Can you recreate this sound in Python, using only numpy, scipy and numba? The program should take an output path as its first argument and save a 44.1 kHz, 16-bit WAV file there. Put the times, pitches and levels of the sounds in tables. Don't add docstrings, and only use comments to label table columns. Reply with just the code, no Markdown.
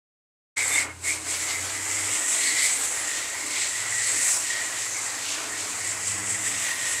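import sys
import numpy as np
from scipy import signal
from scipy.fft import rfft, irfft
from scipy.io import wavfile
from scipy.ndimage import uniform_filter1d
from numba import njit

SR = 44100
rng = np.random.default_rng(int(sys.argv[2]) if len(sys.argv) > 2 else 0)


def wrap_up_sound(samples):
    columns = np.atleast_2d(samples).T
    tamed = np.clip(columns, -1, 1)
    steps = np.round(tamed * 32767).astype(np.int16)
    wavfile.write(sys.argv[1], SR, steps)


def rack_gain(trim_db):
    fader = np.asarray(trim_db, float)
    return 10 ** (fader / 20)


N = 308700

# (time [s], jet force [dB], fin ring against force [dB], fin ring pitch [Hz])
JET_AIM = [(0.58, -27, 0, 2170), (0.8, -23.5, -1, 2135), (1.12, -28, -4, 2210), (1.3, -27.5, -5.5, 2050),
           (1.79, -31.5, -4, 2014), (1.97, -28.5, -4.5, 2080), (2.3, -25, -8.5, 1970),
           (2.63, -24, -3, 2036), (2.76, -26.5, -5.5, 2050), (3.1, -31, -3, 1965), (3.5, -33.5, -4.5, 2055),
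           (3.9, -29.5, -2.5, 1977), (4.1, -26, -5.5, 1995), (4.55, -31, -3.5, 1910),
           (5.0, -31.5, -5, 2020), (5.15, -33.5, -6.5, 1880), (5.8, -32.5, -5.5, 1994),
           (7.0, -30, -5.5, 1950)]
# (time [s], centre [Hz], sharp core against wide skirt [dB])
HISS_COLOUR = [(0.57, 7830, 24), (1.16, 7920, -4), (1.54, 7600, -4), (2.72, 7850, 12), (3.1, 7520, -4),
               (3.94, 7760, 18), (4.98, 7550, -8), (6.18, 7730, 7), (7.0, 7770, 13)]
# (pitch [Hz], width [Hz], level [dB])
FIN_MODES = [(1879, 26, 5.5), (1950, 33, 0), (2080, 120, -9.5), (2164, 115, 9.5), (2110, 330, -4)]
# (frequency [Hz], level [dB per Hz])
SPLASH_COLOUR = [(1200, -29), (2300, 7), (3200, 5), (4300, 5), (5300, 4.5), (6500, 2.5), (9000, -34)]
# (frequency [Hz], level [dB per Hz])
MIST_COLOUR = [(6500, -14), (9000, -1.5), (10000, 0), (11000, -3), (12500, -10.5), (14000, -13.5),
               (15800, -22)]
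# (leaves [s], returns [s], loss [dB])
MISSES = [
    (0.851, 1.031, 23.5),
    (1.163, 1.258, 11.5),
]
# (time [s], half length [s], gain [dB],
# extra mist [dB])
SURGES = [(1.31, 0.016, 2, -3), (1.37, 0.036, -4.5, 6), (1.42, .02, 2.5, -2), (1.55, 0.1, -1.5, 4),
          (1.66, 0.026, -2.5, 2), (2.65, .035, 3.5, 7), (2.79, 0.018, -3, 9), (2.85, 0.017, 1, 9),
          (3.62, 0.11, 4, -3), (3.99, 0.075, 2, -8), (4.27, 0.099, 6, 4), (4.33, 0.1, .5, 4),
          (4.5, .03, 1.5, -1), (5.89, 0.046, 5, -5), (6.09, 0.052, 6.5, -10), (6.3, 0.053, 5.5, -17),
          (6.46, 0.054, 6, -2), (6.56, .03, 1, -3), (6.65, 0.072, 2.5, 2), (6.75, 0.033, -5, 5),
          (6.88, 0.075, 3.5, 2)]
# (time [s], half length [s], extra splash [dB], extra ring [dB], ring shift [Hz])
TUBE_ROWS = [(.68, 0.066, -2, -4.5, -80), (1.07, 0.039, -2, -2.5, -100), (1.14, 0.045, 1, 7, 102),
             (1.35, .05, 4, -5, 30), (1.5, 0.03, 8, 0, 30), (1.67, 0.035, 2.5, -5.5, 40),
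             (2.2, 0.098, 0.5, -2.5, -38), (4.98, 0.035, 0, -1.5, 120), (2.47, 0.19, -1.5, 2, 40),
             (2.75, .04, -2, -4, 10), (2.88, 0.085, -2, -7.5, -30), (2.96, .02, 2.5, 5.5, -67),
             (3.19, 0.064, 0.5, -4, -30), (3.57, 0.083, 3, 3.5, 10), (3.72, 0.033, -1.5, -1.5, -40),
             (4.39, 0.062, -3, -10.5, 80), (5.32, 0.11, 4.5, -8, 150), (5.46, .025, 1.5, -9, 30),
             (5.52, .03, -5, 3.5, -30), (5.66, 0.078, 0.5, -6, 60), (5.92, .08, -1, 3, 57),
             (6.1, .05, 0, -0.5, 40), (6.73, 0.085, 4.5, 4.5, -27), (6.85, .03, 2, 3.5, -70)]
# (start [s], end [s], from [Hz], to [Hz], depth [0-1])
HOLLOWS = [
    (.5, 1.6, 3160, 3370, .35),
    (1.6, 2.497, 3264, 4770, 0.5),
    (3.26, 3.55, 3400, 3330, 0.34),
    (3.9, 4.5, 3300, 3360, 0.4),
    (4.802, 5.254, 3170, 2980, 0.47),
    (5.4, 7.195, 2900, 5030, 0.5),
]
# (frequency [Hz], level [dB per Hz])
CABINET_COLOUR = [(250, -12.5), (450, -3.5), (700, -1), (1100, 0.5), (1600, 1), (2400, -2)]
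# (pitch [Hz], width [Hz], level [dB])
PANELS = [(254.7, 10, -1), (287, 3.9, 0.5), (316.6, 10.3, 5.5), (435.2, 9.2, 1.5), (603, 14, -9),
          (667, 8, -3)]
# (time [s], half length [s], extra drum [dB], extra boom [dB])
RUNOFF = [(.65, 0.45, 2, 0), (.88, .05, 2.5, 0), (1.2, 0.29, -0.5, 7.5), (1.6, .1, 1, 4.5),
          (1.95, 0.25, 0, 6), (2.5, 0.18, -1, 8), (3.45, 0.063, -1.5, 6), (4.17, 0.037, 0, 6),
          (5.5, 0.27, 0, 6.5), (6.25, 0.22, -1, 5.5)]
# (time [s], pitch [Hz], level [dB])
FAN = [(0.6, 54.6, -69), (1.47, 54, -70), (1.95, 60.2, -64), (2.65, 65.2, -65), (5.5, 62.2, -72.5),
       (7.0, 64.5, -70)]
# (time [s], pitch [Hz], level [dB])
MOWER = [(0.6, 86.9, -55), (1.0, 85.6, -47), (1.456, 86.4, -58), (1.65, 93.3, -50), (2.06, 98.5, -51.5),
         (2.38, 96.0, -63)]
# (time [s], pitch [Hz], level [dB])
PUMP = [(2.4, 99.4, -56), (2.9, 103.1, -66), (3.58, 100.1, -68), (3.7, 102.3, -56), (5.22, 102.2, -63.5),
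        (5.64, 102.5, -56), (6.27, 98.9, -53), (7.0, 101.6, -67)]
# (time [s], pitch [Hz], level [dB])
WHINE = [(5.3, 198, -70), (5.7, 195, -61), (6.246, 194, -54.5), (6.62, 193.3, -58), (6.9, 191.3, -64)]
# (time [s], pitch [Hz], level [dB])
MAINS = [(0.6, 119.7, -55.5), (1.7, 122.4, -61.5), (2.35, 119.6, -70), (3.66, 122.5, -74),
         (3.81, 123.5, -55.5), (4.34, 117.8, -62), (5.2, 117.3, -63.5), (6.2, 122.7, -73), (7.0, 120, -56)]
# (pitch [Hz], level [dB])
HUMS = [(88, -72), (146, -77), (220, -76)]
# (time [s], level [dB])
RUMBLE = [(0.6, -53), (2.06, -39), (2.31, -61), (3.3, -55), (5.22, -60), (6.25, -42.5), (6.8, -52.5),
          (7.0, -45)]
# (frequency [Hz], level [dB per Hz])
YARD_COLOUR = [(30, -29), (50, -20), (80, 0), (130, -9), (170, 1), (210, -3), (300, -0.5), (1000, -3),
               (3000, -10.5)]
# (time [s], half length [s], pitch [Hz], width [Hz], level [dB])
PARTS = [(.72, 0.082, 11200, 900, -42), (0.747, 0.031, 3590, 40, -38), (0.79, .025, 2760, 150, -41),
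         (0.894, 0.064, 2170, 42, -46), (1.696, 0.054, 3450, 440, -41), (1.693, .04, 4250, 300, -41),
         (2.62, 0.22, 4400, 900, -36), (2.796, .06, 12400, 900, -48), (2.92, .12, 9600, 1500, -41),
         (3.59, 0.1, 4000, 996, -36), (3.60, 0.076, 2450, 600, -35.5), (4.068, 0.098, 4360, 300, -46),
         (4.127, 0.096, 10700, 540, -41), (4.265, 0.11, 9100, 740.7, -31.5),
         (4.344, 0.093, 5660, 900, -35.5), (4.95, 0.11, 6300, 756, -37), (5.119, 0.11, 2490, 60, -52),
         (5.391, 0.048, 1210, 700, -38), (6.90, .05, 10500, 600, -36.5)]

ON_S, FADE_S = 0.560, 0.02
HISS_WIDTH_HZ, SKIRT_WIDTH_HZ = 1400, 2730
RING_WIDTH_HZ, REACH_HZ = 240, 110
FORCE_DB = -29.5
SPLASH_DB, MIST_DB, DRUM_DB, BOOM_DB, YARD_DB = -5.5, -14.5, -41, -12.5, -53.5
SPLASH_LAG, MIST_LAG, RING_LAG, DRUM_FOLLOW = 0.36, 0.65, 0.7, 0.12
DRUM_MISS, SPLASH_MISS, MIST_MISS = 0.65, 0.14, 0.36
LEAVE_S, RETURN_S, RING_LEAVE_S, DRUM_LEAVE_S = 0.03, 0.021, 0.04, 0.05
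DRAIN_S, RING_ON_S = 0.048, 0.019
TRAIL = 1.11
BOX_T60_S, BOX_DB = 0.06, -15
SWEEP_TURNS = 0.892
TOP_HZ = 15740


def unit(x):
    return x / np.sqrt(np.mean(x ** 2))


def curves(table):
    s, *columns = np.transpose(table)
    t = np.arange(N) / SR
    return [np.interp(t, s, c) for c in columns]


def swells(table):
    rows = np.array(table)
    u = (np.arange(N) / SR - rows[:, :1]) / rows[:, 1:2]
    bells = np.exp(-np.where(u > 0, u / TRAIL, u * TRAIL) ** 2)
    return rows[:, 2:].T @ bells


def missed(leave_s, late_s=0.0):
    t = np.arange(N) / SR
    loss_db = np.zeros(N)
    for leaves, returns, db in MISSES:
        gone = 1 + np.tanh((t - leaves - late_s) / leave_s)
        not_back = 1 - np.tanh((t - returns) / RETURN_S)
        loss_db += db / 4 * gone * not_back
    return loss_db


@njit
def svf(x, hz, width):
    y, band, low = np.empty(len(x)), 0., 0.
    for i in range(len(x)):
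        g, k = np.tan(np.pi * hz[i] / SR), width / hz[i]
        v = (band + g * (x[i] - low)) / (1 + g * (g + k))
        band, low, y[i] = 2 * v - band, low + 2 * g * v, k * v
    return y


def ring(x, hz, width_hz):
    return unit(svf(x, hz + np.zeros(N), float(width_hz)))


def colour(x, points):
    hz, db = np.transpose(points)
    f = np.log(np.fft.rfftfreq(8192, 1 / SR) + 1)
    outside = np.maximum(np.log(hz[0]) - f, 0) + np.maximum(f - np.log(hz[-1]), 0)
    shape_db = np.maximum(np.interp(f, np.log(hz), db) - 40 * outside, -90)
    cepstrum = irfft(np.log(rack_gain(shape_db)))
    cepstrum[1:4096] *= 2
    cepstrum[4097:] = 0
    response = irfft(np.exp(rfft(cepstrum)))
    return unit(signal.fftconvolve(x, response)[:N])


def walk(rate):
    k = max(int(SR / rate), 1)
    held = np.repeat(rng.standard_normal(N // 8)[:N // k + 1], k)
    return unit(uniform_filter1d(uniform_filter1d(held, k), k)[:N])


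def drops(per_s, spread_db, blur_db, flutter_db):
    chance = rng.random((N, 2)).T
    size = rack_gain(np.minimum(spread_db * rng.exponential(size=N), 19))
    hits = (chance[0] < per_s / SR) * np.sign(chance[1] - 0.5) * size
    blur = rack_gain(blur_db) * rng.standard_normal(N)
    flutter = rack_gain(flutter_db * (walk(25) + walk(180)))
    return (unit(hits) + blur) * flutter


def hollow(spray):
    t = np.arange(N) / SR
    for start, end, from_hz, to_hz, depth in HOLLOWS:
        u = np.clip((t - start) / (end - start), 0, 1)
        amount = depth * np.sqrt(np.abs(np.sin(np.pi * u)))
        spray = spray - amount * svf(spray, from_hz + (to_hz - from_hz) * u, 1500.0)
    return spray


def fin_hiss(fine):
    centre_hz, core_db = curves(HISS_COLOUR)
    skirt = ring(ring(fine, centre_hz, SKIRT_WIDTH_HZ), centre_hz, 1.16 * SKIRT_WIDTH_HZ)
    core = ring(ring(fine, centre_hz, HISS_WIDTH_HZ), centre_hz, 2.2 * HISS_WIDTH_HZ)
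    return (skirt + rack_gain(core_db - 4) * core) / (1 + rack_gain(core_db - 2.5))


def fin_ring(coarse, ring_hz):
    modes = np.zeros(N)
    for hz, width, db in FIN_MODES:
        nearness = np.exp(-((ring_hz - hz) / REACH_HZ) ** 2)
        modes += rack_gain(db) * nearness * ring(coarse, hz, width)
    gap = ring(ring(coarse, ring_hz, RING_WIDTH_HZ), ring_hz, 1.6 * RING_WIDTH_HZ)
    return unit(gap + rack_gain(-5.0) * modes)


def jet():
    force_db, ring_db, ring_hz = curves(JET_AIM)
    surge_db, haze_db = swells(SURGES)
    row_splash_db, row_ring_db, shift_hz = swells(TUBE_ROWS)
    miss_db = missed(LEAVE_S)
    over_db = force_db + surge_db - FORCE_DB
    hiss_db = force_db + surge_db - miss_db + 0.33 * walk(18)

    ring_db = ring_db - RING_LAG * surge_db + row_ring_db + 0.58 * walk(14) - 0.38
    ring_db += miss_db - 2.14 * missed(RING_LEAVE_S, RING_ON_S)
    ring_hz = ring_hz + shift_hz + 15 * walk(20)
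    splash_db = SPLASH_DB - SPLASH_LAG * over_db + row_splash_db + SPLASH_MISS * miss_db + walk(10)
    mist_db = MIST_DB - MIST_LAG * over_db + haze_db + MIST_MISS * miss_db + 0.5 * walk(10)

    fine = drops(9000, spread_db=2.5, blur_db=4.5, flutter_db=0.71)
    coarse = drops(4000, spread_db=3.0, blur_db=2.5, flutter_db=0.93)
    haze = drops(13000, spread_db=-7.0, blur_db=7.0, flutter_db=0.3)
    splash = colour(coarse + 1.14 * fine, SPLASH_COLOUR)
    mist = colour(haze + 0.19 * fine, MIST_COLOUR)
    spray = hollow(fin_hiss(fine) + rack_gain(splash_db) * splash + rack_gain(mist_db) * mist)
    return rack_gain(hiss_db) * (spray + rack_gain(ring_db) * fin_ring(coarse, ring_hz))


def cabinet():
    pour_db, pan_db = swells(RUNOFF)
    force_db = curves(JET_AIM)[0]
    level_db = DRUM_DB + pour_db + DRUM_FOLLOW * (force_db - FORCE_DB) + 0.88 * walk(14)
    level_db -= DRUM_MISS * missed(DRUM_LEAVE_S, DRAIN_S)
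    boom_db = BOOM_DB + pan_db + 0.17 * missed(DRUM_LEAVE_S) + 0.3 * walk(12)
    heavy = drops(1500, spread_db=2.0, blur_db=6, flutter_db=0.82)
    boom = unit(sum(rack_gain(db) * ring(ring(heavy, hz, width), hz, 3 * width) for hz, width, db in PANELS))
    return rack_gain(level_db) * (rack_gain(2.08) * colour(heavy, CABINET_COLOUR) + rack_gain(boom_db) * boom)


def tone(hz, db, wobble_db):
    level = np.sqrt(2) * rack_gain(db + wobble_db * (walk(5) + 0.91 * walk(13)))
    turns = np.cumsum(hz + np.zeros(N)) / SR + rng.random()
    return level * np.sin(2 * np.pi * turns)


def traffic():
    t = np.arange(N) / SR
    takeover = np.clip((t - MOWER[-1][0]) / 0.5 + 1, 0.15, 1)
    low = ring(ring(rng.standard_normal(N), 104.0, 22), 96, 27)
    return rack_gain(curves(RUMBLE)[0] - 5.0) * takeover * low


def yard():
    t = np.arange(N) / SR
    fan_and_mains = tone(*curves(FAN), wobble_db=-0.5) + tone(*curves(MAINS), wobble_db=1.1)
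    hums = sum(tone(hz, db, wobble_db=2.2) for hz, db in HUMS)
    mower = tone(*curves(MOWER), wobble_db=1.5) * np.clip((MOWER[-1][0] - t) / 0.3, 0, 1)
    pump = tone(*curves(PUMP), wobble_db=1.5) * np.clip((t - PUMP[0][0]) / 0.2, 0, 1)
    nearest_end = np.minimum(t - WHINE[0][0], WHINE[-1][0] - t)
    whine = tone(*curves(WHINE), wobble_db=1.5) * np.clip(nearest_end / 0.065, 0, 1)
    air = rack_gain(YARD_DB) * colour(rng.standard_normal(N), YARD_COLOUR)
    return fan_and_mains + hums + mower + pump + whine + traffic() + air


def parts():
    t = np.arange(N) / SR
    spray = drops(4000, spread_db=2.5, blur_db=-12, flutter_db=2.4)
    out = np.zeros(N)
    for s, half, hz, width, db in PARTS:
        swell = np.exp(-((t - s) / half) ** 2)
        out += rack_gain(db) * swell * ring(ring(spray, hz, width), hz, 3 * width)
    return out


def box(x):
    t = np.arange(int(0.2 * SR)) / SR
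    echoes = rng.standard_normal((2, len(t))) * rack_gain(-60 * t / BOX_T60_S) * (t > 0.002)
    place = 2 * np.pi * SWEEP_TURNS * np.arange(N) / SR + 0.51 * walk(2.914)
    wet = np.zeros(N)
    for weight, echo in zip((np.cos(place), np.sin(place)), echoes):
        wet += signal.fftconvolve(x * weight, echo / np.sqrt(np.sum(echo ** 2)))[:N]
    return (x + rack_gain(BOX_DB) * wet) / np.sqrt(1 + rack_gain(2 * BOX_DB))


def scene():
    water = box(jet() + cabinet() + parts())
    return np.tile(water + yard(), (2, 1))


def top_cut(x):
    return signal.sosfilt(signal.butter(12, 15810, fs=SR, output="sos"), x)


def record(dry):
    fade = np.clip((np.arange(N) / SR - ON_S) / FADE_S, 0, 1)
    low_pass = signal.ellip(10, 0.3, 60, TOP_HZ, fs=SR, output="sos")
    dull = signal.sosfilt(low_pass, dry)
    return top_cut(dull * np.sin(np.pi / 2 * fade) ** 2)


dry = scene()
out = record(dry)
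wrap_up_sound(out)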